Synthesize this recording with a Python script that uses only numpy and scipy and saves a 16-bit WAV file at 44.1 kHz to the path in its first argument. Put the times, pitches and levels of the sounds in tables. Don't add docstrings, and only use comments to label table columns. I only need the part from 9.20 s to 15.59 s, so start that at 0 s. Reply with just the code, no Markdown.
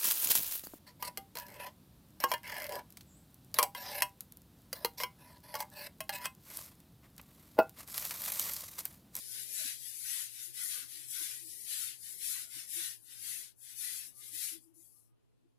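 import sys
import numpy as np
from scipy import signal
from scipy.fft import rfft, irfft, next_fast_len
from scipy.io import wavfile
from scipy.ndimage import uniform_filter1d, map_coordinates

SR = 44100
rng = np.random.default_rng(int(sys.argv[2]) if len(sys.argv) > 2 else 0)


def volts(x):
    e = np.asarray(x, float) / 20
    return 10 ** e


def log_audio(samples):
    frames = np.atleast_2d(samples).T
    limited = np.clip(frames, -1, 1)
    pcm = np.round(limited * 32767).astype(np.int16)
    wavfile.write(sys.argv[1], SR, pcm)


N = 281602


def rms_one(x):
    return x / np.sqrt(np.mean(x ** 2) + 1e-20)


def in_time(rows):
    s, *columns = np.transpose(rows)
    return [np.interp(np.arange(N) / SR, s, column) for column in columns]


def colour(x, points):
    hz, level_db = np.transpose(points)
    size = next_fast_len(N + 4096)
    grid_hz = np.fft.rfftfreq(size, 1 / SR) + 1
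    gain = volts(np.interp(np.log(grid_hz), np.log(hz), level_db))
    return irfft(rfft(x, size) * gain, size)[..., :N]


def resonate(x, hz, width_hz):
    r = np.exp(-np.pi * width_hz / SR)
    top = np.array([1, 0, -1]) * (1 - r * r) / 2
    return signal.lfilter(top, [1, -2 * r * np.cos(2 * np.pi * hz / SR), r * r], x)


def drift(rate_hz):
    knots = rng.standard_normal(420)
    return map_coordinates(knots, [np.arange(N) / SR * rate_hz + 5], order=3)


# lands_s, full_weight_s, lifts_s, fizz_db, extra_pressure_db
BRUSH_STROKES = [(0.26, 0.45, 0.63, -38, 0.3), (0.779, 0.933, 1.182, -38.6, 0),
                 (1.325, 1.395, 1.734, -40, -0.5), (1.44, 1.55, 1.723, -41.5, 1),
                 (1.869, 1.99, 2.332, -39, -0.5), (2.428, 2.582, 2.833, -38.5, -0.3),
                 (2.966, 3.118, 3.336, -38, -0.86), (3.455, 3.603, 3.831, -39, 0),
                 (3.985, 4.11, 4.366, -41, -0.3), (4.544, 4.65, 4.896, -40, -0.5),
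                 (4.68, 4.8, 4.97, -45, -1.5), (5.107, 5.235, 5.42, -38, -1.4),
                 (5.37, 5.415, 5.564, -66.5, -10), (5.535, 5.59, 5.83, -60, -8.5),
                 (5.6, 5.77, 5.945, -64, -17)]
# lands_s, full_weight_s, lifts_s, fizz_db, extra_pressure_db
PALM_STROKES = [(-0.1, -0.007, 0.19, -48, -1.6), (0.038, 0.155, 0.36, -43.5, -0.9),
                (0.481, 0.687, 0.89, -45, -2.3), (1.027, 1.221, 1.351, -46.5, 0.3),
                (1.614, 1.753, 1.925, -46.5, 0.2), (2.106, 2.352, 2.515, -46, -5),
                (2.734, 2.883, 3.017, -46.5, -1.5), (3.218, 3.386, 3.482, -45.5, 1),
                (3.75, 3.97, 4.047, -51, 0.9), (4.335, 4.51, 4.57, -50.5, 0.5), (4.89, 5.07, 5.23, -50, -1)]
# rise_power, fall_power, below_fizz_db
BRUSH_TOUCH = [
    (0.85, 2.33, 0),
    (1.3, 2.33, -12.5),
    (2.8, 2.8, -28),
]
# rise_power, fall_power, below_fizz_db
PALM_TOUCH = [
    (1.8, 0.78, 0),
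    (3.4, 1.2, -11.5),
    (2.1, 0.87, -32),
]
REST_DB = [
    -94,
    -100,
    -105,
]


def contact():
    firm_db = -40
    growth = np.c_[[1, 1.21, 1.05]]
    pressing = np.c_[[0, 1, 2.7]]
    t = np.arange(N) / SR
    power = volts(2 * np.c_[REST_DB]) * np.ones(N)
    for strokes, touch in ((BRUSH_STROKES, BRUSH_TOUCH), (PALM_STROKES, PALM_TOUCH)):
        rise, fall, under_db = np.transpose(touch)[..., None]
        for lands, full, lifts, fizz_db, press_db in strokes:
            on = (t > lands) & (t < lifts)
            weight = np.sin(np.pi / 2 * np.interp(t[on], [lands, full, lifts], [0, 1, 0]))
            swell = weight ** np.where(t[on] < full, rise, fall)
            peak_db = firm_db + under_db + (fizz_db - firm_db) * growth + press_db * pressing
            power[:, on] += (volts(peak_db) * swell) ** 2
    return 10 * np.log10(power)


def slips():
    slips_per_s, spread_db = 16000, 1.5
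    strength = volts(spread_db * np.minimum(rng.exponential(1, (2, N)), 4))
    direction = rng.choice([-1, 1], (2, N))
    return strength * direction * (rng.random((2, N)) < slips_per_s / SR)


def bathroom(level_db):
    t60_s, tiles_db = 0.16, -11.5
    keep = volts(-120 / (t60_s * SR))
    direct = volts(2 * level_db)
    held = signal.lfilter([1 - keep], [1, -keep], direct)
    share = volts(2 * tiles_db)
    return np.sqrt((direct + share * held) / (1 + share))


# hz, level_db
TIP_FIZZ = [(1500, -55), (3000, -21), (4500, -6), (6000, -2.5), (8000, 0), (11000, 1.5), (16000, -2.5)]
# hz, level_db
SCALP_SCRAPE = [(600, -59), (900, -40.5), (1300, -27.5), (1600, -5.5), (1900, 0), (2800, -1.5), (4000, 1),
                (5500, -3.5), (8000, -4), (12000, -32.5)]
# hz, level_db
PAD_DRAG = [(500, -58), (800, -39.5), (1050, -8.5), (1300, -3.5), (1500, 6), (1800, -12.5), (2300, -31.5),
            (4000, -55.5)]


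def brush():
    fizz_db, scrape_db, drag_db = contact()
    light_db = -51
    far_db = -0.2 + 0.51 * np.clip(fizz_db - light_db, -14, 0)
    fizz = rms_one(colour(slips(), TIP_FIZZ)) * bathroom(fizz_db + 1.2 * drift(25) - 1.0)
    scrape = rms_one(colour(slips(), SCALP_SCRAPE)) * bathroom(scrape_db + 0.8 * drift(25) + 6.5)
    drag = rms_one(colour(slips(), PAD_DRAG)) * bathroom(drag_db + 1.9 * drift(20) + 6.0)
    return (fizz + scrape + drag) * [np.ones(N), volts(far_db)]


# peak_hz, width_hz, lift_db
NEAR_PORT = (10666, 1670, 10.78)
# peak_hz, width_hz, lift_db
FAR_PORT = (5600, 2760, 7.13)
# hz, level_db
FAR_SHADOW = [(1000, -5), (3000, -5), (6000, -8), (8500, -8.5), (11000, -11.5), (13000, -13.5),
              (16000, -13.5)]


def ports(x):
    heard = []
    for side, port in ((x[0], NEAR_PORT), (colour(x[1], FAR_SHADOW), FAR_PORT)):
        hz, width_hz, lift_db = port
        heard.append(side + (volts(lift_db) - 1) * resonate(side, hz, width_hz))
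    return np.array(heard)


# peak_s, length_s, left_db
LOW_SHELF_NUDGES = [
    (0.457, 0.013, -44),
    (1.635, 0.031, -63),
    (2.247, 0.032, -68),
    (3.371, 0.027, -59),
    (3.609, 0.042, -59),
    (5.336, 0.019, -59),
    (5.382, 0.045, -66),
    (6.24, 0.064, -66.5),
    (6.319, 0.046, -70.5),
]
# peak_s, length_s, left_db
HIGH_SHELF_NUDGES = [(1.215, 0.052, -66), (1.295, 0.023, -55.5), (1.46, 0.019, -59), (1.774, 0.069, -62.5),
                     (2.019, 0.018, -51.5), (2.25, 0.066, -55.5), (2.713, 0.058, -66.5),
                     (3.372, 0.027, -56), (3.586, 0.041, -46), (5.143, 0.033, -53.5), (5.36, 0.056, -48.5),
                     (5.42, 0.07, -65.5), (5.481, 0.025, -53.5), (5.53, 0.09, -62), (5.583, 0.054, -55.5),
                     (6.255, 0.022, -61.5)]
# peak_s, length_s, left_db
BACK_NUDGES = [
    (0.395, 0.13, -77.5),
    (0.42, 0.014, -72),
]
# peak_s, length_s, left_db
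LOW_BACK_NUDGES = [
    (0.317, 0.063, -73.5),
    (1.573, 0.033, -71),
]
# peak_s, length_s, left_db
MID_SHELL_NUDGES = [
    (0.388, 0.011, -57.5),
    (1.418, 0.031, -65),
]
# peak_s, length_s, left_db
LOW_SHELL_NUDGES = [
    (0.176, 0.03, -70),
    (0.267, 0.027, -70),
    (3.223, 0.02, -73),
    (3.273, 0.016, -67.5),
]
# peak_s, length_s, left_db
SHELL_NUDGES = [
    (0.168, 0.02, -68),
    (0.973, 0.054, -60),
    (1.583, 0.1, -68),
    (2.017, 0.047, -56.5),
    (3.171, 0.03, -64),
    (3.351, 0.019, -68),
]
# peak_s, length_s, left_db
HIGH_SHELL_NUDGES = [
    (1.554, 0.14, -57.5),
    (4.99, 0.073, -64.5),
    (5.083, 0.095, -74),
    (5.78, 0.055, -76),
    (5.905, 0.073, -79),
    (5.938, 0.017, -77),
]


def nudges():
    detune = 0.015
    modes = (                                    # pitch_hz, right_minus_left_db, nudges
        (264, -21, LOW_SHELF_NUDGES), (325, -23, HIGH_SHELF_NUDGES),
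        (605, 16.2, BACK_NUDGES), (510, 9, LOW_BACK_NUDGES), (850, -26, MID_SHELL_NUDGES),
        (635, -18.5, LOW_SHELL_NUDGES), (1075, -23, SHELL_NUDGES), (1205, -17, HIGH_SHELL_NUDGES))
    out, t = np.zeros((2, N)), np.arange(N) / SR
    wobble, shake = 1.1 * drift(40), volts(2.5 * drift(50))
    for hz, right_db, rows in modes:
        chances = rng.uniform(-np.pi, np.pi, (len(rows), 3))
        for (start, length, left_db), (*phase, off) in zip(rows, chances):
            near = np.abs(t - start) < 2 * length
            since = t[near] - start
            swell = np.exp(-2.4 * (since / length) ** 2) * shake[near]
            pitch_hz = hz * (1 + detune * off / np.pi)
            wave = np.sin(2 * np.pi * pitch_hz * since + wobble[near] + np.c_[phase])
            out[:, near] += volts(left_db + np.array([[0], [right_db]]) - 3.5) * swell * wave
    return out


def opposed_noise():
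    share = 0.89
    shared, *own = rng.standard_normal((3, N))
    return np.sqrt(share) * shared * [[1], [-1]] + np.sqrt(1 - share) * np.array(own)


# hz, level_db
SHELF_RUMBLE = [(20, -11), (55, 1), (90, 0.5), (170, -1), (260, -8), (420, 0), (560, -15.5), (900, -26.5),
                (1400, -52)]
# pitch_hz, width_hz, left_db, right_db
FAN_TONES = [
    (58, 11, -80, -84),
    (118, 12, -67, -65),
    (257.5, 39, -76, -91),
    (325.2, 11, -80.5, -100),
]
# time_s, level_db
RUMBLE = [(0, -70), (1, -72), (2, -71.5), (3, -71), (3.7, -71.5), (3.85, -76.5), (4.1, -68.5),
          (4.35, -77.5), (4.6, -71), (5.3, -73), (5.45, -76), (6.39, -79.5)]


def fan_in_shelf():
    out = rms_one(colour(opposed_noise(), SHELF_RUMBLE)) * volts(2.8 * drift(4))
    for hz, width_hz, left_db, right_db in FAN_TONES:
        tone = resonate(resonate(opposed_noise(), hz, width_hz), hz, 2 * width_hz)
        out += rms_one(tone) * volts(np.array([[left_db], [right_db]]) + 70)
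    return out * volts(in_time(RUMBLE)[0])


# hz, level_db
SELF_NOISE = [(300, 10.5), (1000, 7), (1500, 0.5), (3000, -0.5), (6000, -9), (12000, -8), (12700, -11),
              (13000, -22), (16000, -25)]


def microphone_hiss():
    level_db = -81.5 + 0.7 * (in_time(RUMBLE)[0] + 74.5)
    return volts(level_db) * rms_one(colour(rng.standard_normal((2, N)), SELF_NOISE))


# hz, level_db
STARVED = [(1100, -32), (1500, -25), (2200, -20), (4000, -19.5), (7000, -19), (10000, -22.5), (13000, -27),
           (15500, -29)]
# hz, level_over_step_db
FINENESS = [(200, 8), (500, -3), (900, -5), (1600, 2), (2600, -5.5), (5200, -5.5), (7600, 0), (10300, 9),
            (13000, 4), (15000, -4)]


def thin_out(sound, hiss):
    frame, frame_start = 1024, 645
    wander_db, patch_db = 5.5, 3.2
    n, k = np.arange(2 * frame) + 0.5, np.arange(frame) + 0.5
    window = np.sin(np.pi * n / (2 * frame))[:, None]
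    lapped = window * np.cos(np.pi / frame * np.outer(n + frame / 2, k)) * np.sqrt(2 / frame)
    lead, frames = 2 * frame - frame_start, N // frame + 3
    edges = np.unique(np.r_[0:160:4, 160:320:6, 320:730:10])
    widths, hz = np.diff(np.r_[edges, frame]), (edges + 2) * SR / (2 * frame)

    def lines(x):
        padded = np.pad(x, ((0, 0), (lead, 4 * frame)))
        blocks = padded[:, :(frames + 1) * frame].reshape(2, -1, frame)
        return np.concatenate([blocks[:, :-1], blocks[:, 1:]], axis=2) @ lapped

    def by_band(c):
        return np.add.reduceat(c ** 2, edges, axis=2) / widths

    def spread(v):
        return np.repeat(v, widths, axis=-1)

    def chance(power, size):
        return rms_one(uniform_filter1d(rng.standard_normal(power.shape), size=size, axis=1))

    cells, treble = lines(sound), hz > 1050
    floor = lines(hiss)
    floor_power = by_band(floor)
    power = uniform_filter1d(by_band(cells), size=2, axis=1)
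    loudest = power[..., treble].max(axis=(0, 2))[:, None]
    limit_db = np.interp(hz, *np.transpose(STARVED)) + wander_db * chance(power, 3)
    kept = ~treble | (power > loudest * volts(2 * limit_db))
    beside = uniform_filter1d(power * kept, size=3, axis=2)
    hidden = np.where(hz < 4500, beside > 30 * floor_power, power > 2 * floor_power)
    shown = kept | ~hidden
    patches = volts(patch_db * chance(power, 4) * (hz > 600) * (hz < 9000))
    cells = cells * spread(kept * patches) + floor
    fineness_db = np.interp(hz, *np.transpose(FINENESS))
    step = spread(np.sqrt(by_band(cells)) / volts(fineness_db)) + 1e-12
    cells = spread(shown) * np.sign(cells) * np.floor(np.abs(cells) / step + 0.45) * step
    halves = (cells @ lapped.T).reshape(2, frames, 2, frame)
    joined = (halves[:, 1:, 0] + halves[:, :-1, 1]).reshape(2, -1)
    return joined[:, lead - frame:lead - frame + N]


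def scene():
    return ports(brush()) + nudges() + fan_in_shelf()


def top_cut(x):
    return signal.sosfilt(signal.butter(12, 15530, fs=SR, output="sos"), x)


def record(dry):
    cutoff_hz = 15500
    cut = colour(dry, [(cutoff_hz - 20, 0), (cutoff_hz + 20, -90)])
    mix = thin_out(cut, microphone_hiss())
    return top_cut(mix)


dry = scene()
out = record(dry)
log_audio(out)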